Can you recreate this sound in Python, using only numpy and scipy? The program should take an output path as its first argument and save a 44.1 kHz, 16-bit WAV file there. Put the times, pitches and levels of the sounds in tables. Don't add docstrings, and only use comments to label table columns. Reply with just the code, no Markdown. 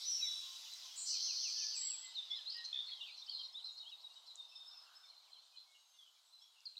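import sys
import numpy as np
from scipy import signal
from scipy.io import wavfile
from scipy.ndimage import uniform_filter1d

SR = 44100
rng = np.random.default_rng(int(sys.argv[2]) if len(sys.argv) > 2 else 0)


def waveform_to_disk(signal):
    frames = np.transpose(np.atleast_2d(signal))
    scaled = np.clip(frames, -1, 1) * 32767
    samples = np.round(scaled).astype(np.int16)
    wavfile.write(sys.argv[1], SR, samples)


def convert_level_to_amplitude(level_db):
    exponent = np.asarray(level_db, float) / 20
    return 10 ** exponent


N = 299439

# note_start_s, rasp_db, note_db
DITTY_BEATS = [
    (3.68, -51.5, -51),
    (3.798, -55, -51.5),
    (3.919, -60.5, -53),
    (4.036, -59.5, -53.5),
    (4.158, -62.5, -56.5),
]
# time_s, level_db
CHORUS_LEVEL = [(0, -54.5), (.5, -55.5), (1.8, -56.5), (2.7, -59), (3.6, -67), (4.9, -68), (6, -72.5),
                (6.79, -71.5)]


def songs():
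    # start_s, length_s, pitch_hz, level_db
    chirp_holds = [(2.106, .016, 5030, -63), (2.355, 0.039, 5040, -56.5), (2.918, 0.021, 3370, -45.5),
                   (3.085, 0.023, 3640, -62.5), (3.31, .05, 5000, -63), (3.527, 0.014, 5230, -59.5),
                   (3.64, 0.031, 5070, -66), (3.722, 0.023, 6830, -71), (4.374, 0.086, 3680, -52),
                   (4.48, .064, 5270, -66), (4.549, .044, 5250, -57.5), (4.552, 0.021, 3604, -58.5),
                   (4.602, 0.035, 3640, -52), (4.657, .066, 5195, -57.5), (4.709, 0.15, 5193, -62.5),
                   (4.71, 0.033, 3634, -58.5), (4.72, 0.046, 5440, -63.5), (4.951, .031, 5190, -60.5),
                   (4.995, 0.078, 5250, -67), (5.032, 0.025, 3615, -64), (6.326, 0.044, 4060, -58.5)]
    # start_s, length_s, first_hz, last_hz, level_db
    chirp_slides = [(1.151, 0.028, 3090, 3190, -60), (1.89, 0.025, 6020, 5280, -56.5),
                    (2.304, .04, 3414, 3500, -42.5), (2.5, 0.0073, 4350, 4630, -44.5),
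                    (2.579, 0.028, 4180, 3890, -48.5), (2.965, .016, 5450, 5030, -66),
                    (3.01, 0.02, 3940, 3350, -48), (3.107, 0.024, 5260, 4580, -65.5),
                    (3.308, .062, 4520, 4020, -47.5), (3.434, 0.023, 4000, 3680, -53),
                    (3.543, 0.054, 3380, 4030, -48.5), (4.275, 0.048, 4170, 3850, -54.5),
                    (4.68, .035, 5100, 4580, -77), (5.208, 0.09, 4010, 2410, -80.5),
                    (5.39, 0.016, 3300, 3720, -70.5), (5.565, 0.036, 3150, 3660, -69.5),
                    (5.762, 0.3, 6600, 6230, -76.5), (6.39, 0.056, 4880, 5700, -71.5)]
    # start_s, length_s, first_hz, last_hz, level_db
    hooks = [
        (2.15, 0.057, 4390, 3616, -44),
        (2.308, 0.016, 5600, 5270, -53.5),
        (2.458, .039, 3630, 4205, -45),
        (6.657, 0.02, 5000, 4200, -43.5),
    ]
    # start_s, length_s, pitch_hz, level_db
    rasp_holds = [(.379, .024, 3890, -60), (.7, 0.061, 3980, -56), (.965, .06, 4380, -60),
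                  (2.64, 0.034, 4190, -50), (2.869, 0.037, 4280, -46.5), (3.063, 0.034, 2705, -55),
                  (3.39, 0.072, 4230, -56.5), (3.42, 0.066, 5560, -68), (4.131, 0.1, 7630, -77),
                  (4.151, 0.034, 7900, -84), (4.516, 0.026, 2680, -67), (4.735, 0.038, 2690, -78),
                  (5.072, 0.041, 4173, -55.5), (5.15, 0.04, 4130, -61), (5.316, 0.1, 4110, -60.5),
                  (5.559, 0.063, 4100, -58.5), (5.743, 0.027, 2880, -69.5), (6.403, 0.062, 3320, -70.5),
                  (6.56, 0.067, 2780, -74.5)]
    # start_s, length_s, first_hz, last_hz, level_db
    rasp_slides = [(.05, 0.02, 4150, 3820, -50), (2.335, 0.047, 3550, 4095, -44.5),
                   (2.365, 0.03, 3700, 3005, -51.5), (2.93, .042, 4220, 3660, -55.5),
                   (3.115, 0.039, 4040, 4330, -55), (3.171, .03, 4200, 4000, -53),
                   (3.215, 0.033, 3600, 3900, -55), (3.288, 0.016, 4120, 4830, -45),
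                   (4.15, 0.044, 3010, 3150, -72.5), (5.94, 0.16, 3805, 2953, -67),
                   (6.51, 0.055, 3250, 2820, -81)]
    # length_s, first_hz, middle_hz, last_hz
    ditty_note = (.027, 3880, 3820, 3730)
    ditty_rasp, rasp_lead_s = (.045, 4060, 4150, 4120), .054
    # start_s, length_s, level_db
    trill_runs = [
        (2.727, .09, -43),
        (2.497, .083, -51),
        (2.552, .058, -64),
        (6.768, .024, -51),
        (6.754, .01, -71),
    ]
    # sweeps_per_s, from_hz, to_hz
    trill_strokes = [
        (66.8, 3300, 3750),
        (46.8, 5500, 4400),
        (84.5, 2800, 3050),
        (102, 3570, 4400),
        (98, 2400, 3100),
    ]

    clear = held(chirp_holds) + slid(chirp_slides) + slid(hooks, early=0.89)
    clear += again(ditty_note, [(s, db) for s, _, db in DITTY_BEATS])
    hoarse = held(rasp_holds) + slid(rasp_slides)
    hoarse += again(ditty_rasp, [(s - rasp_lead_s, db) for s, db, _ in DITTY_BEATS])
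    mix = notes(clear, .007, 2.6) + leaves(notes(hoarse, .015, 3.5))
    for (s, length_s, db), stroke in zip(trill_runs, trill_strokes):
        add(mix, s, trill(length_s, *stroke, db))
    return mix


def chips():
    # start_s, length_s, low_hz, high_hz, level_db
    flicks = [(0.0, 0.077, 3590, 5520, -48.5), (1.46, 0.076, 6850, 8500, -65.5),
              (2.642, 0.024, 4520, 6400, -52), (2.747, 0.03, 1710, 2330, -69),
              (2.822, .022, 4460, 5530, -68), (2.884, 0.022, 1985, 2940, -65),
              (3.058, 0.051, 3540, 4770, -57.5), (3.159, .074, 4180, 5900, -60),
              (3.262, 0.014, 4430, 5420, -55), (3.389, 0.014, 4370, 5620, -57.5),
              (4.26, .023, 4210, 5550, -62), (3.3, 0.16, 3600, 5000, -55.5), (2.865, .1, 3550, 4600, -55)]
    ditty_flick, lead_s = (.025, 4300, 5600), .03  # length_s, low_hz, high_hz
    ditty_flicks = [(s - lead_s, *ditty_flick, db - 6) for s, db, _ in DITTY_BEATS]
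    mix = np.zeros(N)
    for s, length_s, low_hz, high_hz, db in flicks + ditty_flicks:
        swell_db = db - 9 * np.linspace(-1, 1, round(length_s * SR)) ** 2
        add(mix, s, warble(swell_db, 170, low_hz, high_hz, uneven=.3))
    return mix


def fluting():
    # start_s, length_s, pitch_hz, level_db
    flute_holds = [(.21, 0.078, 2070, -73), (.401, 0.19, 1060, -73), (.718, .094, 2020, -76),
                   (.842, 0.041, 1025, -71), (1.4, 0.033, 3140, -71), (1.546, 0.17, 1730, -70.5),
                   (1.84, 0.058, 2143, -66), (2.027, 0.095, 2034, -64.5), (2.305, .055, 2130, -66),
                   (2.548, .092, 1880, -59), (2.722, .055, 2550, -66), (3.004, .03, 2830, -51),
                   (3.09, 0.017, 2330, -61), (4.101, 0.024, 2810, -71.5), (5.523, 0.057, 2490, -76),
                   (5.66, 0.13, 2194, -78), (5.92, 0.13, 2080, -88.5), (5.924, .054, 2850, -78)]
    # start_s, length_s, first_hz, last_hz, level_db
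    flute_slides = [(.135, .15, 3450, 2000, -63), (.64, .054, 3400, 2730, -64), (.89, .03, 3150, 2800, -66),
                    (1.117, .058, 3000, 2290, -63), (1.232, .038, 2200, 2000, -74),
                    (1.48, .05, 3350, 3050, -64), (1.815, .025, 1800, 2150, -68),
                    (2.02, .05, 3380, 3000, -61), (2.2, .073, 3450, 2780, -67.5),
                    (2.355, .055, 2050, 1680, -70), (2.49, .077, 3520, 2640, -67),
                    (2.945, .078, 3450, 2980, -57.5), (3.03, .03, 2880, 3300, -52),
                    (3.05, .05, 3000, 2350, -62), (3.31, .018, 3370, 2990, -50),
                    (3.388, .034, 3280, 3110, -51.5), (3.585, .022, 3700, 2930, -59),
                    (3.822, .036, 3180, 2780, -66.5), (3.855, .053, 2960, 3500, -54.5),
                    (3.897, .045, 3420, 2520, -62.5), (4.849, .05, 2950, 2650, -75),
                    (5.329, .05, 3680, 3000, -66), (5.54, .026, 3220, 2920, -69)]
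    # length_s, first_hz, middle_hz, last_hz
    swoop = (.092, 3620, 2770, 2300)
    pip = (.028, 3000, 3150, 3310)
    drip = (.028, 2500, 2290, 2150)
    # start_s, level_db
    swoops = [(1.252, -59), (1.41, -57.5), (1.556, -60), (1.702, -61.5), (1.869, -62)]
    pips = [(1.19, -62), (1.375, -61), (1.622, -61), (1.825, -61), (3.278, -53)]
    drips = [(5.04, -79.5), (5.11, -78.5), (5.207, -80), (5.275, -77), (5.36, -84), (6.16, -83.5),
             (6.62, -84)]
    rows = slid(flute_slides) + again(swoop, swoops) + again(pip, pips) + again(drip, drips)
    return notes(held(flute_holds), .004, 1.2) + notes(rows, .006, 2.8)


def buzzes():
    # start_s, length_s, first_hz, last_hz, level_db
    opening = [(.01, 0.073, 5660, 5220, -48), (.056, 0.052, 6000, 5850, -34.5),
               (.106, 0.0412, 5750, 5370, -33), (.115, 0.19, 5514, 5420, -44.5),
               (.115, 0.14, 5950, 5940, -50.5), (.209, 0.038, 3983, 3840, -37.5),
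               (.239, .05, 3934, 3390, -43.5), (.25, 0.076, 3970, 3950, -50)]
    # time_s, level_db
    buzz_effort = [
        (1.035, -49),
        (1.09, -39.5),
        (1.2, -42),
        (1.62, -42),
        (1.72, -46),
        (1.89, -65.5),
    ]
    # time_s, level_db
    high_effort = [
        (.955, -55.5),
        (.985, -45.5),
        (1.03, -48),
        (1.07, -53.5),
        (1.12, -49.5),
    ]
    # time_s, level_db
    seep_effort = [
        (1.745, -50),
        (1.77, -47.5),
        (1.85, -48.5),
        (1.89, -44),
        (1.97, -55),
        (2.065, -58),
    ]
    mix = notes(slid(opening), 0.004, 4.2)
    s, db = played(buzz_effort)
    t = s + np.arange(len(db)) / SR
    heave = np.cos(2 * np.pi * (t - 1.076) / 0.176)
    low_hz = 3980 + 480 * (t - s)
    top_db = 3.5 * heave + .6 * (db - db.max())
    add(mix, s, warble(db + 1.5 + 2.5 * heave, 101, low_hz, 6300, top_db))
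    add(mix, *long_buzz(high_effort, 95, 6900, 8290))
    add(mix, *long_buzz(seep_effort, 53, 7540, 7860))
    return mix


def whistle(length_s, first_hz, middle_hz, last_hz, db, wobble=0.0066, throb_db=3.5):
    u = np.linspace(-1, 1, round((length_s + 0.0046) * SR))
    bend_hz = (first_hz + last_hz) / 2 - middle_hz
    hz = middle_hz + (last_hz - first_hz) * u / 2 + bend_hz * u ** 2
    hz = hz * (1 + wobble * drift(len(u), 190))
    shape = np.cos(u * np.pi / 2) ** .55
    return convert_level_to_amplitude(db + throb_db * drift(len(u), 130)) * shape * tone(hz)


def trill(length_s, per_s, from_hz, to_hz, db):
    strokes = max(round(length_s * per_s), 1)
    turn = (np.arange(round(strokes / per_s * SR)) * per_s / SR) % 1
    stroke = np.clip(turn / .62, 0, 1)
    return convert_level_to_amplitude(db + 6.5) * np.sin(np.pi * stroke) ** 2 * tone(from_hz + (to_hz - from_hz) * stroke)


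def warble(db, per_s, low_hz, high_hz, top_db=-1.5, uneven=.15):
    count = len(db)
    swing = np.sin(2 * np.pi * np.cumsum(per_s * (1 + uneven * drift(count, 60))) / SR)
    reach = 1 - .17 * abs(drift(count, 70))
    hz = (low_hz + high_hz) / 2 + (high_hz - low_hz) / 2 * swing * reach
    return convert_level_to_amplitude(db + top_db * swing) * tone(hz) * signal.windows.tukey(count, .1)


def long_buzz(rows, per_s, low_hz, high_hz):
    s, db = played(rows)
    return s, warble(db + 4.5, per_s, low_hz, high_hz)


def notes(rows, wobble, throb_db):
    mix = np.zeros(N)
    for s, *note in rows:
        add(mix, s - .002, whistle(*note, wobble, throb_db))
    return mix


def held(rows):
    droop = .008
    return [(s, length_s, hz * (1 + droop), hz, hz * (1 - droop), db) for s, length_s, hz, db in rows]


def slid(rows, early=.58):
    return [(s, length_s, a, a + early * (b - a), b, db) for s, length_s, a, b, db in rows]


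def again(shape, rows):
    return [(s, *shape, db) for s, db in rows]


def played(rows):
    s, *columns = np.transpose(rows)
    t = np.arange(s[0], s[-1], 1 / SR)
    return s[0], *(np.interp(t, s, c) for c in columns)


def tone(hz):
    return np.sqrt(2) * np.sin(2 * np.pi * np.cumsum(hz) / SR)


def drift(count, per_s):
    knots = rng.standard_normal(400)
    return np.interp(np.arange(count) * per_s / SR, np.arange(400), knots)


def add(mix, s, sound):
    part = mix[max(round(s * SR), 0):][:len(sound)]
    part += sound[:len(part)]


def ticks():
    # start_s, peak_db, centre_hz
    snaps = [
        (.328, -47, 6400),
        (.738, -40, 7650),
        (2.572, -53, 10650),
        (4.357, -38, 7200),
        (6.606, -51, 5260),
    ]
    mix, t = np.zeros(N), np.arange(-60, 60) / SR
    for s, db, hz in snaps:
        snap = np.exp(-(t * hz / 1.5) ** 2) * np.sin(2 * np.pi * hz * t)
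        add(mix, s - 60 / SR, convert_level_to_amplitude(db) * snap)
    return mix


def leaves(x):
    lowpass = signal.butter(4, 110, fs=SR, output="sos")
    tremble = signal.sosfilt(lowpass, rng.standard_normal(N))
    return x * (.75 + .65 * evened(tremble))


def trees(x, first_s, depth):
    # freq_hz, t60_s
    wood_t60 = [
        (1500, 0.94),
        (4000, 0.76),
        (8000, 0.24),
    ]
    start, taps = round(first_s * SR), np.zeros(SR // 2)
    at = np.arange(0, SR // 2 - 20, 20)
    taps[at + rng.integers(0, 20, len(at))] = rng.choice([-1., 1.], len(at))
    taps[:start] = 0
    hz, t, z = signal.stft(taps, SR, nperseg=256)
    t60_s = depth * read(wood_t60, hz)[:, None]
    tail = signal.istft(z * convert_level_to_amplitude(-60 * t / t60_s), SR, nperseg=256)[1]
    return signal.fftconvolve(x, tail / np.linalg.norm(tail))[:N]


def far_birds(t):
    # freq_hz, level_db_per_hz
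    murmur = [(1060, -41), (1800, -17), (1990, -12.5), (2590, -14), (3020, -7.5), (3980, 3.5), (4470, -2.5),
              (4810, -3), (7760, -21), (9000, -34.5), (11700, -54), (19800, -120)]
    mix = np.zeros(N)
    for s, length, place, slide, size in rng.random((900, 5)):
        hz = 2500 * 2.4 ** place
        bend_hz = hz * .3 * (slide - .6)
        db = read(murmur, hz) + 6 * size
        add(mix, s * N / SR, whistle(.015 + .05 * length, hz - bend_hz, hz, hz + .6 * bend_hz, db))
    chatter = evened(trees(mix, .004, 0.74) + 0.29 * mix)
    return convert_level_to_amplitude(chorus_db(t)) * evened(.9 * chatter + wash(murmur, 1.8))


def chorus_db(t):
    return np.interp(t, *np.transpose(CHORUS_LEVEL))


def shrill_birds(t):
    # freq_hz, level_db_per_hz
    twitter = [
        (3500, -33.5),
        (4800, 0.5),
        (6300, -1),
        (8500, -21.5),
    ]
    return convert_level_to_amplitude(-58 - 27 * step(t, 2, .3)) * wash(twitter, 2.0)


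def breeze(t):
    # freq_hz, level_db_per_hz
    hiss = [(1500, -31.5), (2500, -3.5), (5000, 1), (8000, 3), (10000, -6), (12000, -5), (14000, -10.5),
            (16000, -13.5)]
    hiss_db = -68 - 11 * step(t, 0.9, 0.46) - 0.74 * t
    return convert_level_to_amplitude(hiss_db + 6.0) * wash(hiss, 3.5)


def traffic(t):
    # freq_hz, level_db_per_hz
    road = [(88, -71), (150, -59), (295, -22), (398, -17.5), (614, -7.5), (666, -4), (1040, 1), (1300, -8),
            (1690, -33.5), (2860, -120)]
    tyres = [(700, -35), (1000, -8.5), (1300, 0), (1550, -2), (1800, -11.5), (2500, -28.5)]
    road_db = -77 - 8.5 * step(t, 5.45, 0.38)
    far_db = chorus_db(t)
    pass_db = 11.5 * np.exp(-((t - 4.915) / 0.2) ** 2)
    tyres_db = -77 + .55 * (far_db - far_db[0]) + pass_db
    return convert_level_to_amplitude(road_db) * wash(road, 1.3) + convert_level_to_amplitude(tyres_db) * wash(tyres, 1.9)


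def wash(spectrum, patchy_db):
    frames, hz = N // 256 + 5, np.fft.rfftfreq(1024, 1 / SR)
    a, b, patches = rng.standard_normal((frames, 513, 3)).T
    patches = evened(uniform_filter1d(uniform_filter1d(patches, 10, 0), 12, 1))
    z = (a + 1j * b) * convert_level_to_amplitude(read(spectrum, hz)[:, None] + patchy_db * patches)
    return evened(signal.istft(z, nperseg=1024, noverlap=768)[1][:N])


def read(points, hz):
    f, value = np.transpose(points)
    return np.interp(np.log(hz + 1), np.log(f + 1), value)


def evened(x):
    return x / np.sqrt(np.mean(x ** 2) + 1e-20)


def step(t, at_s, width_s):
    return (1 + np.tanh((t - at_s) / width_s)) / 2


def scene():
    flutes, near, wood = fluting() + ticks(), songs() + chips(), buzzes()
    hedge_echo = trees(leaves(convert_level_to_amplitude(-13) * flutes + convert_level_to_amplitude(-5.5) * near), .004, .47)
    wood_echo = trees(wood, .004, 1.27)
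    birds = flutes + near + hedge_echo + convert_level_to_amplitude(-6.5) * wood + convert_level_to_amplitude(-4.5) * wood_echo
    t = np.arange(N) / SR
    back = far_birds(t) + shrill_birds(t) + breeze(t) + traffic(t)
    return (birds + back)[None]


def low_pass(x):
    return signal.sosfilt(signal.butter(12, 15650, fs=SR, output="sos"), x)


def record(dry):
    highpass = signal.butter(3, 230, "highpass", fs=SR, output="sos")
    self_noise = convert_level_to_amplitude(-100) * rng.standard_normal(dry.shape)
    return low_pass(signal.sosfilt(highpass, dry) + self_noise)


dry = scene()
out = record(dry)
waveform_to_disk(out)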